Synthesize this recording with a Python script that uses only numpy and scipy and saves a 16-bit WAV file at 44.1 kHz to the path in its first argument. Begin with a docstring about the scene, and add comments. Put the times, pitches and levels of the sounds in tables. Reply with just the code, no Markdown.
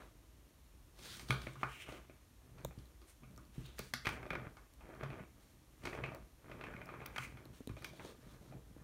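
"""Cat batting balls along a plastic track

A cat bats light balls along a hollow plastic track on a wooden floor in a quiet room.
Claws and balls knock on the track: short chatters of clicks ring its modes. Paws push the boards.
Rolling balls and shifting weight feed random grains to the modes of track and boards.
Fur and cloth brush as banded grains, claws tick as noise snaps, dry taps sound near the microphone."""
import sys
import numpy as np
from scipy import signal
from scipy.fft import rfft, irfft, next_fast_len
from scipy.io import wavfile

SR = 44100
rng = np.random.default_rng(int(sys.argv[2]) if len(sys.argv) > 2 else 0)


def generate_wav(sig):
    """Save sig (samples, or channels by samples) to the path in sys.argv[1] as 16-bit PCM at SR."""
    pcm = np.round(np.clip(np.atleast_2d(sig).T, -1, 1) * 32767).astype(np.int16)
    wavfile.write(sys.argv[1], SR, pcm)


N = 389623   # samples


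def from_db(db):
    """Amplitude ratio of a level in dB."""
    return 10 ** (np.asarray(db) / 20)


def rms_one(x):
    """Scales a signal to rms 1."""
    return x / np.sqrt(np.mean(x ** 2) + 1e-20)


def at_hz(points, hz):
    """Reads a (Hz, value) table, straight in log frequency and flat beyond its ends."""
    points = np.array(points)
    return np.interp(np.log(hz), np.log(points[:, 0]), points[:, 1])


def coloured(x, spectrum):
    """Shapes a steady signal by a spectrum in dB; rms 1."""
    size = next_fast_len(N)
    hz = np.maximum(np.arange(size // 2 + 1) * SR / size, 1)
    shaped = rfft(x, size) * from_db(at_hz(spectrum, hz))
    return rms_one(irfft(shaped, size)[:N])


def ring(clicks, hz, t60_s):
    """Mode as a two-pole resonator: a unit click starts a decaying sine of height about 1."""
    radius = from_db(-60 / (max(t60_s, .001) * SR))
    angle = 2 * np.pi * hz / SR
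    poles = [1, -2 * radius * np.cos(angle), radius ** 2]
    return signal.lfilter([0, np.sin(angle)], poles, clicks + 1e-18)   # offset avoids denormals


def grains(per_s, spread_db):
    """Rough contact: random clicks of uneven size and sign."""
    sizes = from_db(spread_db * np.minimum(rng.exponential(1, N), 4))
    signs = rng.choice([-1, 1], N)
    return sizes * signs * (rng.random(N) < per_s / SR)


def swells(start_s, rise_s, hold_s, fall_db_per_s):
    """One gain per row, each millisecond: a squared rise, a hold, then an even fall in dB."""
    t = np.arange(N * 1000 // SR + 2) / 1000 - start_s[:, None]
    rise_s = np.maximum(rise_s, .002)[:, None]
    past_hold_s = np.maximum(t - rise_s - hold_s[:, None], 0)
    return np.clip(t / rise_s, 0, 1) ** 2 * from_db(-fall_db_per_s * past_hold_s)


def per_sample(gain):
    """Stretches a gain per millisecond to one per sample."""
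    return np.interp(np.arange(N) * 1000 / SR, np.arange(len(gain)), gain)


def drift(knots_per_s):
    """Slow chance: random knots of spread 1 joined by straight lines."""
    knots = rng.standard_normal(int(N / SR * knots_per_s) + 2)
    return np.interp(np.arange(N) / SR * knots_per_s, np.arange(len(knots)), knots)


# Still room and microphone hiss. Each row: frequency in Hz, relative density in dB per Hz.
AIR_SPECTRUM = [(18, -96), (30, 3.5), (59, 4), (81, -7.5), (221, -22.5), (311, -14), (345, -30.5),
                (404, -28), (780, -29), (1070, -28), (1500, -33), (1760, -31.5), (4190, -34),
                (11700, -34.5), (16000, -44)]
AIR_RMS_DB = -59.5


def still_air():
    """Steady noise of the room and microphone, coloured by its spectrum."""
    return from_db(AIR_RMS_DB) * coloured(rng.standard_normal(N), AIR_SPECTRUM)


# Rolls of a ball. Each row: start in seconds, rise in seconds (at least 0.002 is used),
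# hold in seconds, level of ball on track in dB, level of rumble in boards in dB.
ROLLS = [(0.0, 0.0017, 0.013, -57, -73), (0.908, 0.094, 0.23, -67.5, -66), (1.258, 0.028, 0.16, -65, -59),
         (1.586, 0.23, 0.14, -67, -85), (1.843, 0.038, 0.1, -61, -71.5), (2.403, 0.034, 0.065, -82, -65),
         (2.537, 0.045, 0.081, -66, -62), (2.73, 0.072, 0.034, -77, -94), (3.168, .06, .22, -79.5, -64),
         (3.513, 0.059, 0.14, -68, -69), (4.048, .07, 0.13, -57, -55.5), (4.26, 0.075, .12, -57, -57.5),
         (4.742, 0.12, 0.15, -60, -63), (4.96, 0.061, 0.18, -58.5, -52.5), (5.31, 0.068, .15, -85, -69.5),
         (5.791, 0.062, .14, -54, -53.5), (6.018, 0.034, 0.11, -60, -57.5), (6.37, .12, 0.12, -59.5, -59),
         (6.577, 0.085, 0.16, -60.5, -54.5), (6.835, 0.043, 0.26, -60.5, -61.5),
         (7.155, 0.048, 0.29, -66.5, -62), (7.72, 0.11, 0.087, -64.5, -57.5),
         (7.95, 0.045, 0.097, -64, -61), (8.176, 0.066, 0.11, -68, -66), (8.37, .05, .03, -76, -64),
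         (8.478, 0.03, 0.038, -73, -57), (8.639, 0.032, .03, -75, -62), (8.753, 0.021, 0.072, -69.5, -65)]
ROLL_FALL_DB_PER_S, ROLL_WOBBLE_DB = 188, 1.34
REST_BALL_DB, REST_BOARDS_DB = -76, -75   # small shifts of cat and track between the rolls


def motion():
    """Levels in dB of ball and boards: all rolls added to the rest level, wobbling a little."""
    start_s, rise_s, hold_s, ball_db, boards_db = np.transpose(ROLLS)
    shape = swells(start_s, rise_s, hold_s, ROLL_FALL_DB_PER_S)
    levels_db = []
    for roll_db, rest_db in ((ball_db, REST_BALL_DB), (boards_db, REST_BOARDS_DB)):
        gain = from_db(rest_db) + per_sample(from_db(roll_db) @ shape)
        levels_db.append(20 * np.log10(gain) + ROLL_WOBBLE_DB * drift(8.3))
    return levels_db


# Modes of the track. Each row: frequency in Hz, relative level in dB,
# 60 dB decay time in seconds (at least 0.001 is used).
TRACK_MODES = [(366, -0.5, 0.033), (471, -0.5, 0.018), (613, 0, 0.022), (757, -9.5, 0.026),
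               (917, -3.5, 0.013), (1217, 2.5, 0.0081), (1504, -0.5, 0.0062), (1700, 0, 0.0053),
               (2052, -0.5, 0.0066), (2325, -1.5, 0.0099), (2530, -13.5, 0.029), (3190, -3, 0.0091),
               (3310, 2, 0.0033), (4550, 9, 0.00057), (4720, 3, 0.0041), (5230, -12, 0.0019),
               (6140, -3.5, 0.0038), (7700, -9.5, 0.004), (8500, -0.5, 0.0015), (10040, -4.5, 0.0033),
               (12100, -10.5, 0.0082), (13200, -50, 0.00047)]


def rolling(ball_db, soft_hz, bumps_db, brighten):
    """The ball meets fine roughness and coarser seams; its soft contact leaves the high modes still."""
    seams = from_db(bumps_db) * grains(120.0, spread_db=3.5)
    out = np.zeros(N)
    for hz, mode_db, t60_s in TRACK_MODES[:12]:
        roughness = grains(700.0, spread_db=4.5)
        mode = rms_one(ring(seams + roughness, hz, t60_s))
        # a faster, louder ball reaches higher modes
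        pace_db = brighten * (ball_db + 45.0) * np.log2(hz / 600)
        out += from_db(pace_db + mode_db) * mode
    soft = signal.butter(2, soft_hz, fs=SR, output="sos")
    return from_db(ball_db - 9) * signal.sosfilt(soft, out)


# Modes of the floor boards. Each row: frequency in Hz, relative level in dB,
# 60 dB decay time in seconds.
BOARD_MODES = [(60.8, -5.5, 0.43), (98, -10.5, 0.046), (128.8, -5.5, 0.18), (172, 2.5, 0.045),
               (222.4, -5.5, 0.046), (302, -9.5, 0.018)]


def rumble(rumble_db):
    """Rolling and shifting weight shake the board modes, all but the lowest."""
    push = grains(320.0, spread_db=4.5)
    boards = sum(from_db(mode_db) * ring(push, hz, t60_s) for hz, mode_db, t60_s in BOARD_MODES[1:])
    return from_db(rumble_db) * rms_one(boards)


# Spectrum of the fibres. Each row: frequency in Hz, relative density in dB per Hz.
BRUSH_SPECTRUM = [(400, -9), (1500, 7.5), (3800, 2.5), (8500, 4), (11500, -2), (13500, -7), (16000, -5)]
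# Strokes of fur and cloth. Each row: start in seconds, rise in seconds, hold in seconds,
# level in dB, centre of the lifted band in Hz, its lift in dB.
STROKES = [(0.0, 0.0039, 0.019, -66.5, 3400, 10), (0.911, 0.087, 0.069, -59, 3970, 7),
           (1.014, 0.055, 0.029, -46.5, 3920, 10.5), (1.138, .03, 0.14, -66.5, 3500, -5),
           (1.27, 0.025, .12, -54, 3600, 15), (1.416, 0.022, 0.047, -57.5, 2580, 10),
           (1.566, 0.055, 0.083, -62, 2660, 10), (1.631, 0.087, .15, -57, 2550, 18),
           (1.875, 0.025, 0.078, -62, 2700, 11), (2.565, .06, 0.27, -77, 3720, 2),
           (3.053, 0.035, 0.017, -64, 9500, 7.5), (3.506, .04, 0.063, -65, 3000, 6),
           (3.624, 0.031, .02, -62, 3450, 16), (3.746, 0.053, .04, -61.5, 3160, 1),
           (3.994, 0.076, 0.062, -58, 2410, 9), (5.37, 0.019, 0.12, -75.5, 4200, 3),
           (5.673, 0.16, 0.11, -61.5, 2350, 7), (7.072, 0.15, 0.013, -51, 2280, 15.5),
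           (7.514, 0.022, 0.067, -66.5, 2940, 5), (7.653, 0.16, .3, -63, 3670, 8),
           (8.2, 0.017, 0.25, -72, 4000, 6.5)]
STROKE_FALL_DB_PER_S = 184
STROKE_SCRATCH_DB = 4   # quick unevenness of a stroke


def brushing(octaves):
    """Dense fibre grains in third-octave bands, lifted around each stroke's own pitch."""
    start_s, rise_s, hold_s, brush_db, bright_hz, lift_db = np.transpose(STROKES)
    shape = swells(start_s, rise_s, hold_s, STROKE_FALL_DB_PER_S)
    # two sets, so neighbouring bands are unrelated
    fibres = [coloured(grains(9000.0, spread_db=4.5), BRUSH_SPECTRUM) for _ in range(2)]
    edges_hz = 315 * 2 ** np.arange(0, 6.1, 1 / 3)
    out = np.zeros(N)
    for k, (low, high) in enumerate(zip(edges_hz, edges_hz[1:])):
        band = signal.butter(2, [low, min(high, .45 * SR)], "band", fs=SR, output="sos")
        near = np.exp(-(np.log2(np.sqrt(low * high) / bright_hz) / octaves) ** 2)
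        gain = from_db(brush_db + lift_db * (near - 0.58)) @ shape
        out += per_sample(gain) * signal.sosfilt(band, fibres[k % 2])
    return from_db(STROKE_SCRATCH_DB * drift(28.0)) * out


# Knocks on the track. Each row: time in seconds, relative strength in dB, lift of the hollow
# low modes in dB, lift of the sharp high modes in dB, struck spot as a frequency in Hz.
KNOCKS = [(0.989, -52, 2.5, 10, 2040), (1.195, -41.5, -12, 4, 2000), (1.286, -41, -10, 7.5, 550),
          (1.305, -15.5, -9.5, -5.5, 1100), (1.395, -53, -5, 0, 1320), (1.417, -44, -18, 4, 1460),
          (1.325, -34, -2, -3, 1260), (1.34, -35, -16, -5, 1930), (1.468, -32.5, -3.5, -16, 683),
          (1.555, -46.5, -1, -10, 1220), (1.612, -48, 5, -13, 1140), (1.631, -21, -14, -19, 1190),
          (1.922, -43.5, 7, 1, 686), (2.096, -47.5, 2.5, -18, 2620), (2.582, -47, -9, -8, 523),
          (2.708, -49, 3.5, -17, 767), (2.786, -56.5, -10, 9, 554), (3.015, -57, 9, 4, 1200),
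          (3.233, -50.5, -2, -19, 1330), (3.377, -52.5, 4, -14, 1170), (3.783, -40, -20, 2, 1800),
          (3.792, -30.5, -5, -1, 1030), (3.936, -25.5, -17, 5.5, 2050), (4.049, -31, -12, -13, 2550),
          (4.055, -27, -13, -10, 2500), (4.068, -19.5, -18, -9, 2030), (4.073, -26, -11, -8.5, 2130),
          (4.089, -27.5, -14, -5, 1400), (4.229, -37.5, -3, -15, 590), (4.263, -38.5, -2, -16, 590),
          (4.304, -21, -11.5, -20.5, 565), (4.331, -31.5, 2, -12, 1130), (4.352, -24, -9.5, -26, 610),
          (4.568, -48, -11, -3, 1330), (4.807, -49, 2.5, -12, 947), (4.889, -56, 15, -5, 696),
          (5.007, -42, -9, -17, 501), (5.033, -31, -2, -15, 536), (5.102, -39, -5, -13, 587),
          (5.13, -43, 2, -15, 686), (5.195, -42, -3, -32, 710), (5.836, -44.5, -25, 0, 2150),
          (5.853, -29.5, -4, -3, 2220), (5.871, -30.5, 1, -13, 2210), (5.929, -30, -7.5, -24, 674),
          (5.949, -33, -4, -14, 495), (5.974, -36, -4, -23, 570), (6.037, -27.5, -4, -23, 2530),
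          (6.06, -43.5, -1, -5, 1500), (6.118, -49, 7.5, -5, 625), (6, -47.5, 11, -12, 501),
          (6.145, -51.5, 8, -13, 625), (6.496, -52, 9.5, -6, 620), (6.514, -35.5, -4, -21, 509),
          (6.61, -33.5, -6, -22, 581), (6.638, -35.5, -6, -14, 2300), (6.667, -38, -8, -25, 1810),
          (6.701, -45, 3, -24, 634), (6.737, -37.5, -22, -36, 1490), (6.763, -38.5, -17, -27, 2160),
          (6.814, -34, -15, -25, 670), (6.889, -37.5, -3, -32, 1110), (6.938, -39.5, -4, -30, 1220),
          (6.869, -44.5, 0, -27, 1060), (6.917, -50, 6, -24, 2200), (7.002, -43.5, 0, -25, 2120),
          (7.017, -38.5, -7, -28, 587), (7.058, -37, -27, -2.5, 2430), (7.161, -27, -16, -11, 2100),
          (7.18, -21.5, -22, -7, 1290), (7.276, -55, -6, 2, 2190), (7.371, -42, -7, -11, 606),
          (7.692, -41.5, -1, -6, 546), (7.766, -39, -1, -14, 546), (7.821, -44, -6, -17, 545),
          (7.844, -30.5, -34, 2, 2320), (7.867, -58, 0, -1, 900), (7.932, -56.5, 12, 5, 664),
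          (7.995, -39, -1, -21, 920), (8.048, -51.5, 14, 8, 498), (8.414, -66, 16.5, -7, 590),
          (8.522, -51, 8.5, -20, 510)]
# room share of a knock of strength -37.5 dB; hard knocks feed the room a little less
ECHO_DB, ECHO_LAG_DB_PER_DB = 0.5, 0.1662
ECHO_DULL_DB = -0.5   # the sharp high modes beam forward and reach the walls less


def knocks(spread_db, spot_db, fade_db, level_db, chatter_s, count=5):
    """A chatter of contacts on every mode, most near the spot; returns direct sound and room feed."""
    s, peak_db, hollow_db, sharp_db, spot_hz = np.transpose(KNOCKS)
    echo_db = ECHO_DB - ECHO_LAG_DB_PER_DB * (peak_db + 37.5)
    chance = rng.standard_normal((len(s), len(TRACK_MODES), count))
    steps = np.arange(count) + rng.uniform(0, .8, (len(s), count))
    at = np.round((s[:, None] + chatter_s * steps) * SR).astype(int)
    # a light first touch, the full blow, then bounces
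    shape_db = -fade_db * np.abs(np.arange(count) - 1)
    out = np.zeros((2, N))
    for k, (hz, mode_db, t60_s) in enumerate(TRACK_MODES):
        low = np.clip(np.log2(1300 / hz), 0, 1)
        high = np.clip(np.log2(hz / 2700) / .5, 0, 1)
        near = np.exp(-(np.log2(hz / spot_hz) / 0.16) ** 2)
        strength_db = peak_db + mode_db + low * hollow_db + high * sharp_db + spot_db * near
        signs = rng.choice([-1, 1], (len(s), count))
        direct_db = strength_db[:, None] + shape_db + spread_db * chance[:, k]
        # the room averages all directions: one contact, less chance
        feed_db = strength_db + echo_db + high * ECHO_DULL_DB + 3.0 * chance[:, k, 0]
        clicks = np.zeros((2, N))
        np.add.at(clicks[0], at, signs * from_db(direct_db))
        np.add.at(clicks[1], at[:, 1], signs[:, 1] * from_db(feed_db))
        out += ring(clicks, hz, t60_s)
    return from_db(level_db) * out


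# Paws on the boards. Each row: time in seconds, relative strength in dB, pitch in Hz,
# 60 dB decay time in seconds.
THUMPS = [(1.061, -69, 117, 0.064), (1.231, -50, 90, 0.086), (1.299, -33, 124.6, 0.083),
          (1.47, -48, 125, 0.097), (1.568, -51.5, 132, 0.079), (1.632, -47, 126, 0.11),
          (1.899, -56, 109, 0.094), (2.451, -60, 120, 0.044), (2.646, -44, 148, 0.036),
          (2.777, -45.5, 108, 0.062), (3.232, -57, 220, 0.084), (3.38, -55.5, 125, .065),
          (3.58, -39.5, 154, 0.04), (3.605, -50, 130, 0.075), (3.797, -45.5, 195, 0.046),
          (3.936, -45.5, 234, 0.048), (4.069, -40, 105, 0.067), (4.309, -43, 164, .095),
          (5.031, -44, 140, 0.15), (5.84, -45, 91, 0.061), (6.02, -47, 136, .08), (7.19, -51, 124, .12),
          (7.698, -40.5, 110, 0.092), (7.992, -59, 177, 0.11), (8.498, -55.5, 124, 0.074),
          (8.549, -55, 126, 0.091)]


def thumps(boards_db):
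    """A padded push rocks the track for a few cycles at its own pitch and sets the board modes going."""
    own, push = np.zeros(N), np.zeros(N)
    for s, peak_db, hz, t60_s in THUMPS:
        i = round(s * SR)
        t = np.arange(min(N - i, SR // 2)) / SR
        fade = from_db(peak_db - 60 * (t / t60_s) ** 2)
        soft_onset = 1 - np.exp(-t / 0.0093)
        own[i:i + len(t)] += fade * soft_onset * np.sin(2 * np.pi * hz * t)
        push[i] = from_db(peak_db + boards_db)
    boards = sum(from_db(mode_db) * ring(push, hz, t60_s) for hz, mode_db, t60_s in BOARD_MODES)
    padded = signal.butter(2, 500.0, fs=SR, output="sos")
    return signal.sosfilt(padded, own + boards)


# Dry claw ticks. Each row: time in seconds, relative strength in dB, pitch in Hz.
TICKS = [(1.5344, -48, 8100), (2.607, -51, 6480), (2.6484, -32, 3630), (2.8564, -50, 4070),
         (3.3104, -51, 9910), (3.3623, -49, 4640), (3.377, -45, 5440), (3.4106, -54, 9540),
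         (3.4521, -51, 4520), (3.663, -44.5, 4470), (3.7917, -33, 5700), (4.498, -54, 4150),
         (4.7376, -47, 9650), (4.9494, -51, 4220), (6.148, -41, 4550), (6.858, -44, 5200),
         (7.0616, -32, 4700), (7.4546, -45.5, 4030), (7.6056, -50, 6520), (7.674, -39.5, 3900),
         (7.8114, -56, 4450), (7.8233, -43, 4570), (7.8914, -50, 4070)]


def ticks(cycles, snap_s):
    """A claw tip slips: a snap of noise, stronger against the ring when loud, with some cycles of ring."""
    out, t = np.zeros(N), np.arange(SR // 100) / SR
    for s, peak_db, hz in TICKS:
        i = round(s * SR)
        tone = np.sin(2 * np.pi * hz * t) * from_db(-60 * t * hz / cycles)
        snap_db = 3.0 + 0.44 * (peak_db + 44)
        snap = from_db(snap_db) * rng.standard_normal(len(t)) * np.exp(-t / snap_s)
        out[i:i + len(t)] += from_db(peak_db - 6) * (tone + snap)
    return signal.sosfilt(signal.butter(2, 3200.0, "high", fs=SR, output="sos"), out)


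# Dry taps close to the microphone. Each row: time in seconds, relative strength in dB, pitch in Hz.
TAPS = [(2.6498, -26, 560), (7.457, -45, 337), (7.606, -38, 260), (7.674, -33.5, 259), (8.765, -43, 294)]
TAP_CYCLES, TAP_RISE_S = 8, 0.00055   # cycles to fall 60 dB, onset time constant


def taps():
    """A few quickly damped cycles, with partials above and below; too near to stir the room."""
    out, t = np.zeros(N + SR), np.arange(SR // 10) / SR
    for s, peak_db, hz in TAPS:
        wave = np.zeros(len(t))
        for ratio, height in ((1, 1), (1.57, 0.41), (0.55, 0.24)):
            wave += height * np.sin(2 * np.pi * ratio * hz * t)
        fade = from_db(peak_db - 60 * t * hz / TAP_CYCLES)
        i = round(s * SR)
        out[i:i + len(t)] += fade * (1 - np.exp(-t / TAP_RISE_S)) * wave
    return out[:N]


# Decay of the room. Each row: frequency in Hz, 60 dB decay time in seconds.
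ROOM_T60 = [(100, 0.28), (1000, 0.32), (4000, .3), (12000, 0.21)]
PAW_ROOM_DB, MOTION_ROOM_DB = -3.5, -13.5


def room(x):
    """Echo tail: noise in octave bands, each dying at its own rate, after a short gap."""
    t = np.arange(SR // 2) / SR
    tail = np.zeros(len(t))
    for hz in 63 * 2. ** np.arange(9):
        edges_hz = [hz / 2 ** .5, min(hz * 2 ** .5, .45 * SR)]
        band = signal.butter(2, edges_hz, "band", fs=SR, output="sos")
        noise = signal.sosfilt(band, rng.standard_normal(len(t)))
        tail += noise * from_db(-60 * t / at_hz(ROOM_T60, hz))
    tail *= np.clip((t - .003) / 0.0014, 0, 1)
    return signal.fftconvolve(x, tail / np.sqrt(np.sum(tail ** 2)))[:N]


def scene():
    """Blows fill the room more than the close, soft motion does; still air lies under all."""
    air = still_air()
    ball_db, rumble_db = motion()
    moving = rolling(ball_db, soft_hz=2310.0, bumps_db=6.5, brighten=0.16)
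    moving = moving + rumble(rumble_db)
    moving = moving + brushing(octaves=.38)
    moving = moving + ticks(cycles=30.0, snap_s=0.00046)
    direct, feed = knocks(spread_db=4.0, spot_db=9.5, fade_db=3.5, level_db=-14.5, chatter_s=.0013)
    paws = thumps(boards_db=-1.5)
    echoes = room(feed + from_db(PAW_ROOM_DB) * paws + from_db(MOTION_ROOM_DB) * moving)
    return (direct + paws + moving + taps() + echoes + air)[None]


# Dips of the microphone port. Each row: frequency in Hz, width in Hz, depth from 0 to 1.
PORT_DIPS = [(4880, 450, 0.44), (7860, 1240, 0.39), (10380, 670, 0.58)]
BASS_CUT_HZ, TREBLE_STOP_HZ = 51, 16150


def record(dry):
    """The microphone port notches the treble; both ends are cut."""
    out = signal.sosfilt(signal.butter(3, BASS_CUT_HZ, "high", fs=SR, output="sos"), dry)
    for hz, width_hz, depth in PORT_DIPS:
        radius = np.exp(-np.pi * width_hz / SR)
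        zeros = [(1 - radius ** 2) / 2, 0, (radius ** 2 - 1) / 2]
        poles = [1, -2 * radius * np.cos(2 * np.pi * hz / SR), radius ** 2]
        out = out - depth * signal.lfilter(zeros, poles, out)
    treble_cut = signal.cheby2(16, 50, TREBLE_STOP_HZ, fs=SR, output="sos")   # 50 dB down from here up
    return signal.sosfilt(treble_cut, out)


dry = scene()
out = record(dry)
generate_wav(out)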